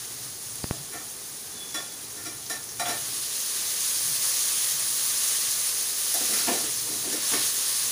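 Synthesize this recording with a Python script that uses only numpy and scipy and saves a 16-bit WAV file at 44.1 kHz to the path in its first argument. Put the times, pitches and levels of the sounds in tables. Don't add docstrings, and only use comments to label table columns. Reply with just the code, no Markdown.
import sys
import numpy as np
from scipy import signal
from scipy.fft import rfft, irfft, next_fast_len
from scipy.io import wavfile
from scipy.ndimage import uniform_filter1d

SR = 44100
rng = np.random.default_rng(int(sys.argv[2]) if len(sys.argv) > 2 else 0)


def materialize(psi):
    bounded = np.clip(np.atleast_2d(psi).T, -1, 1)
    quanta = np.round(bounded * 32767).astype(np.int16)
    wavfile.write(sys.argv[1], SR, quanta)


N = 348831

# time in seconds, fine fizz and coarse fizz in relative dB.
FIZZ_LEVELS = [(0.0, -40, -44), (0.37, -40, -47.5), (0.72, -40.5, -46), (1.34, -41, -48), (1.76, -42, -47),
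               (2.11, -41.5, -47), (2.82, -40.5, -47.5), (2.97, -35, -40.5), (3.79, -31.5, -36.5),
               (3.88, -29.5, -35.5), (4.05, -28.5, -36), (4.4, -28.5, -34.5), (4.91, -29, -36),
               (5.24, -28, -34), (5.97, -31, -38), (6.41, -29, -33), (6.63, -31.5, -36.5),
               (6.94, -32.5, -39.5), (7.14, -33.5, -37.5), (7.33, -29, -32), (7.49, -29, -35),
               (7.91, -30, -35)]
# frequency in Hz, gain in dB.
FIZZ_EQ = [(300, -54), (500, -15.5), (780, -22.5), (1170, -14), (1400, -16.5), (1800, -11.5), (2300, -14),
           (4000, -6.5), (6000, -4), (6500, -1), (7000, -4.5), (7950, -7.5), (9000, -2), (10000, 0),
           (11000, -4.5), (13700, -16), (14800, -6), (16000, -1.5)]
FLAME_EQ = [(15, -62), (25, -12), (96, -1), (364, 0.5), (401, 3.5), (601, -7.5), (701, -2.5), (954, -5.5),
            (2500, -10.5), (3250, -77), (5500, -120)]
# start in seconds, bowl drive in dB, height from 0 (floor) to 1 (wall), edge
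# drive in dB, blade drive in dB, rasp offset in dB, attack in seconds, chatter T60 in seconds.
SPATULA_HITS = [(0.712, -44.5, 0.65, -60, -60, -6, 0.012, 0.14),
                (0.915, -41.5, 0.53, -45, -53, -7, 0.02, 0.23),
                (1.743, -38.5, 0.71, -40.5, -40.5, 0, 0.00069, 0.19),
                (2.159, -51, 0.17, -53, -54, -12, 0.007, .2),
                (2.242, -41.5, 0.31, -44, -45.5, -11, 0.02, 0.097),
                (2.498, -39.5, 0.62, -43, -39.5, -4, .001, 0.23),
                (2.795, -31.5, .95, -34, -38, -19, 0.0018, 0.16),
                (2.854, -47, 1, -46.5, -46, 9, .0065, 0.18), (2.88, -35, 0.68, -42, -42, 2, 0.0054, 0.23),
                (6.14, -34.5, 0.93, -48, -36, -12, 0.0027, 0.12),
                (6.209, -38, 0.39, -48, -44, 11, 0.0023, 0.035),
                (6.28, -37, 0.33, -57, -54, -4, 0.012, .15), (6.32, -51, 0.37, -53, -47.5, 13, 0.013, 0.84),
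                (6.467, -27.5, 0.5, -42, -50, 5.5, 0.014, 0.23),
                (6.519, -49, 0.057, -68, -47, -2, 0.0075, 0.12),
                (6.601, -43.5, .05, -70, -60, -5, 0.0067, 0.33),
                (6.865, -47, 0.044, -57, -51, 5.5, 0.0054, 0.57),
                (7.035, -50, 0.078, -67, -62, 15, 0.0027, 0.33),
                (7.125, -40.5, 0.26, -50, -40.5, 9, 0.0027, 0.16),
                (7.313, -42, .55, -52, -55, 10.5, 0.0032, 0.19),
                (7.333, -40, 0.22, -39.5, -42, 9.5, .004, 0.066)]
# pitch in Hz, gain in dB, T60 in seconds.
FLOOR_MODES = [(209, -4, .14), (316, 2, .16), (365, -10, .08), (440, -5, .16), (506, -6, .14)]
WALL_MODES = [(590, -6, .07), (668, -1, .08), (704, -1, .09), (770, -5, .1), (875, -11, .1)]
RIM_MODES = [(1112, -8, .13), (1203, -13, .13), (1299, -11, .1), (1402, 2, .15)]
LIP_MODES = [(1760, -3, .08), (1803, 1, .1), (1900, -7, .06), (2040, -11, .05), (2350, -6, .05)]
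BLADE_MODES = [(3418, -11, .1), (3946, -2, .08), (4780, -12, .05), (5460, -5, .08), (5640, 2, .09),
               (5920, -3, .1), (6850, -5, .06), (7150, -2, .06), (8500, -6, .04), (9640, -3, .05),
               (11200, -3, .07)]
# start in seconds, level in relative dB, pitch in Hz.
TICK_CUES = [(0.5551, -9, 9900), (0.6357, -12.5, 4800), (2.463, -11, 6170), (2.64, -12, 10030),
             (2.6894, -10, 6000), (2.7624, -25, 10100), (2.855, -8, 3470), (4.2514, -30, 8800),
             (6.1397, 0, 11230), (6.146, -10, 7100)]
# time in seconds, level in dB.
WHISTLE_LEVELS = [(1.5, -63), (1.59, -51), (1.625, -48), (1.7, -57), (1.765, -43), (1.87, -62), (1.96, -57)]
# start in seconds, size of the pressure step in dB.
BUMP_CUES = [(0.6423, -14.5), (0.7104, -11)]
# time in seconds, centre pitch in Hz, level in dB.
HUM_PATH = [(0, 117, -55), (.2, 116.6, -55), (.55, 118.3, -52.5), (.8, 130.7, -47.5), (1.2, 119, -68),
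            (2.12, 119, -61), (2.3, 126.3, -53), (2.5, 119, -59), (3.04, 119.8, -55), (3.5, 122, -73),
            (3.97, 126.4, -65), (4.08, 135, -46.5), (4.45, 130, -73), (4.8, 139, -54.5), (5.3, 124, -80),
            (5.55, 119, -56), (5.9, 115, -76), (6.55, 130, -54.5), (6.95, 120, -53), (7.25, 129, -68),
            (7.45, 114, -51), (7.7, 120, -72), (7.91, 124, -52)]

STRIKE_DB, SHARP_S = 26, .0025
HEIGHT_LOSS_DB = 14
RIM_DB = -1.5
BOWL_RASP_DB = -2
SPLASH_DB, STIR_DB = 12, -26
WHISTLE_HZ, WHISTLE_SAG_HZ_PER_S = 3480, 220
BUMP_HZ, BUMP_DAMPING = 110, 0.55
FLAME_DB, FLAME_SWAY_DB = -50.5, 0.67
KITCHEN_DB, KITCHEN_T60_S = -3.5, .32
CUTOFF_HZ = 15520


def sizzle(fine_db, coarse_db):
    edges = np.geomspace(300, 16500, 12)
    shared_flicker, out = drift(8.3), 0
    size = next_fast_len(N)
    hz = np.arange(size // 2 + 1) * SR / size
    pops = [rng.standard_normal(N) + .5 * grains(3000, spread_db=3.0) for _ in range(2)]
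    spectra = [rfft(rms_one(equalise(p, FIZZ_EQ)), size) for p in pops]
    for k, (low, high) in enumerate(zip(edges, edges[1:])):
        band = irfft(spectra[k % 2] * ((hz >= low) & (hz < high)), size)[:N]
        centre_hz = np.sqrt(low * high)
        fine = np.clip(np.log(centre_hz / 3500) / np.log(9000 / 3500), 0, 1)
        if low > 11000:
            fine_db = uniform_filter1d(fine_db, SR // 8)
        level_db = fine * (fine_db + 6.5) + (1 - fine) * (coarse_db + 12.5)
        out = out + band * from_db(level_db + .5 * shared_flicker + 0.76 * drift(17.5))
    return out


def spatula_contact(part):
    strikes, chatter, rasp = np.zeros((3, N))
    t = np.arange(SR // 2) / SR
    cushion_db = BOWL_RASP_DB if part in ("floor", "wall") else 0
    for start, bowl_db, height, edge_db, blade_db, rasp_db, attack, t60 in SPATULA_HITS:
        drive_db = {"floor": bowl_db - HEIGHT_LOSS_DB * height,
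                    "wall": bowl_db - HEIGHT_LOSS_DB * (1 - height),
                    "rim": edge_db + RIM_DB, "lip": edge_db, "blade": blade_db}[part]
        at = round(start * SR)
        age = t[:N - at]
        decay_db = 60 * np.maximum(age - attack, 0) / t60
        envelope = from_db(drive_db - decay_db) * np.minimum(age / attack, 1)
        strikes[at] = from_db(drive_db + STRIKE_DB) / (1 + attack / SHARP_S)
        chatter[at:at + len(age)] += envelope
        rasp[at:at + len(age)] += envelope * from_db(rasp_db + cushion_db)
    return strikes, chatter, rasp


def wok(stir_db):
    out, grit = np.zeros(N), grains(6000, spread_db=2.0)
    parts = dict(floor=FLOOR_MODES, wall=WALL_MODES, rim=RIM_MODES, lip=LIP_MODES, blade=BLADE_MODES)
    for part, modes in parts.items():
        strikes, chatter, rasp = spatula_contact(part)
        force = strikes + chatter * rng.standard_normal(N)
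        for j, (hz, db, t60) in enumerate(modes):
            out += (-1) ** j * from_db(db) * ring(force, hz, t60)
        rasp_band_hz = [modes[0][0], modes[-1][0] * 1.18]
        out += rasp * rms_one(butter(grit, 2, rasp_band_hz, "band"))
    drag = from_db(stir_db) * rng.standard_normal(N)
    out += sum(ring(drag, hz, t60) for hz, _, t60 in RIM_MODES[:2])
    return butter(out, 3, 190, "high")


def oil_splash():
    _, chatter, _ = spatula_contact("blade")
    return from_db(SPLASH_DB) * chatter * rms_one(equalise(rng.standard_normal(N), FIZZ_EQ))


def bright_ticks():
    out, t = np.zeros(N), np.arange(SR // 20) / SR
    for start, level_db, hz in TICK_CUES:
        at = round(start * SR)
        envelope = from_db(level_db - 23.0 - 60 * t / 0.048)
        tick = envelope * ring(rng.standard_normal(len(t)), hz, t60=0.0049)
        out[at:at + len(t)] += tick[:N - at]
    return out


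def whistle():
    level_db, = automation(WHISTLE_LEVELS)
    start, end = WHISTLE_LEVELS[0][0], WHISTLE_LEVELS[-1][0]
    t = np.arange(N) / SR
    gate = (t > start) & (t < end)
    hz = WHISTLE_HZ - WHISTLE_SAG_HZ_PER_S * (t - start) + 30 * drift(45.0)
    tone = np.sqrt(2) * np.sin(2 * np.pi * np.cumsum(hz) / SR)
    return gate * from_db(level_db + 3.1 * drift(40.0)) * tone


def housing_bumps():
    kicks = np.zeros(N)
    for start, step_db in BUMP_CUES:
        kicks[round(start * SR)] = from_db(step_db)
    w = 2 * np.pi * BUMP_HZ
    b, a = signal.bilinear([1, 0, 0], [1, 2 * BUMP_DAMPING * w, w * w], SR)
    thumps = signal.lfilter(b, a, np.cumsum(kicks))
    return butter(thumps, 2, 3500, "low")


def gas_flame():
    level_db = FLAME_DB - FLAME_SWAY_DB * drift(2.7) + 0.5 * drift(8.4)
    return from_db(level_db) * rms_one(equalise(rng.standard_normal(N), FLAME_EQ))


def hum():
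    hz, level_db = automation(HUM_PATH)
    phase = 2 * np.pi * np.cumsum(hz) / SR
    return from_db(level_db) * (drift(25.0) * np.sin(phase) + drift(16.0) * np.cos(phase))


def kitchen_reverb(x):
    t = np.arange(SR // 2) / SR
    tail = rng.standard_normal(len(t)) * from_db(-60 * t / KITCHEN_T60_S) * (t > .004)
    tail = signal.lfilter([.5], [1, -.5], tail)
    return signal.fftconvolve(x, tail / np.sqrt(np.sum(tail ** 2)))[:N]


def ring(x, hz, t60):
    r, w = from_db(-60 / (t60 * SR)), 2 * np.pi * hz / SR
    return signal.lfilter([0, 2 * np.sqrt(1 - r) * np.sin(w)], [1, -2 * r * np.cos(w), r * r], x + 1e-18)


def grains(per_s, spread_db):
    sizes = from_db(spread_db * np.minimum(rng.exponential(1, N), 5)) * rng.choice([-1, 1], N)
    return rms_one(sizes * (rng.random(N) < per_s / SR))


def drift(rate_hz):
    r = np.exp(-80 * np.pi * rate_hz / SR)
    slow = signal.lfilter([1], [1, -2 * r, r * r], rng.standard_normal(N // 40 + 2002))[2000:]
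    return np.interp(np.arange(N) / 40, np.arange(len(slow)), rms_one(slow))


def automation(rows):
    times, *columns = np.transpose(rows)
    return [np.interp(np.arange(N) / SR, times, column) for column in columns]


def equalise(x, curve):
    size = next_fast_len(N)
    hz = np.maximum(np.arange(size // 2 + 1) * SR / size, 1)
    point_hz, point_db = np.transpose(curve)
    gain_db = np.interp(np.log(hz), np.log(point_hz), point_db)
    return irfft(rfft(x, size) * from_db(gain_db), size)[:N]


def butter(x, order, hz, kind):
    return signal.sosfilt(signal.butter(order, hz, kind, fs=SR, output="sos"), x)


def from_db(db):
    return 10 ** (np.asarray(db) / 20)


def rms_one(x):
    return x / np.sqrt(np.mean(x ** 2) + 1e-20)


def scene():
    fine_db, coarse_db = automation(FIZZ_LEVELS)
    action = wok(coarse_db + STIR_DB) + whistle() + bright_ticks() + oil_splash()
    flame = gas_flame()
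    frying = sizzle(fine_db, coarse_db)
    room = from_db(KITCHEN_DB) * kitchen_reverb(action)
    mono = frying + action + room + flame + hum() + housing_bumps()
    return np.array([mono, mono])


def record(dry):
    return signal.sosfilt(signal.ellip(16, .3, 80, CUTOFF_HZ, fs=SR, output="sos"), dry)


dry = scene()
out = record(dry)
materialize(out)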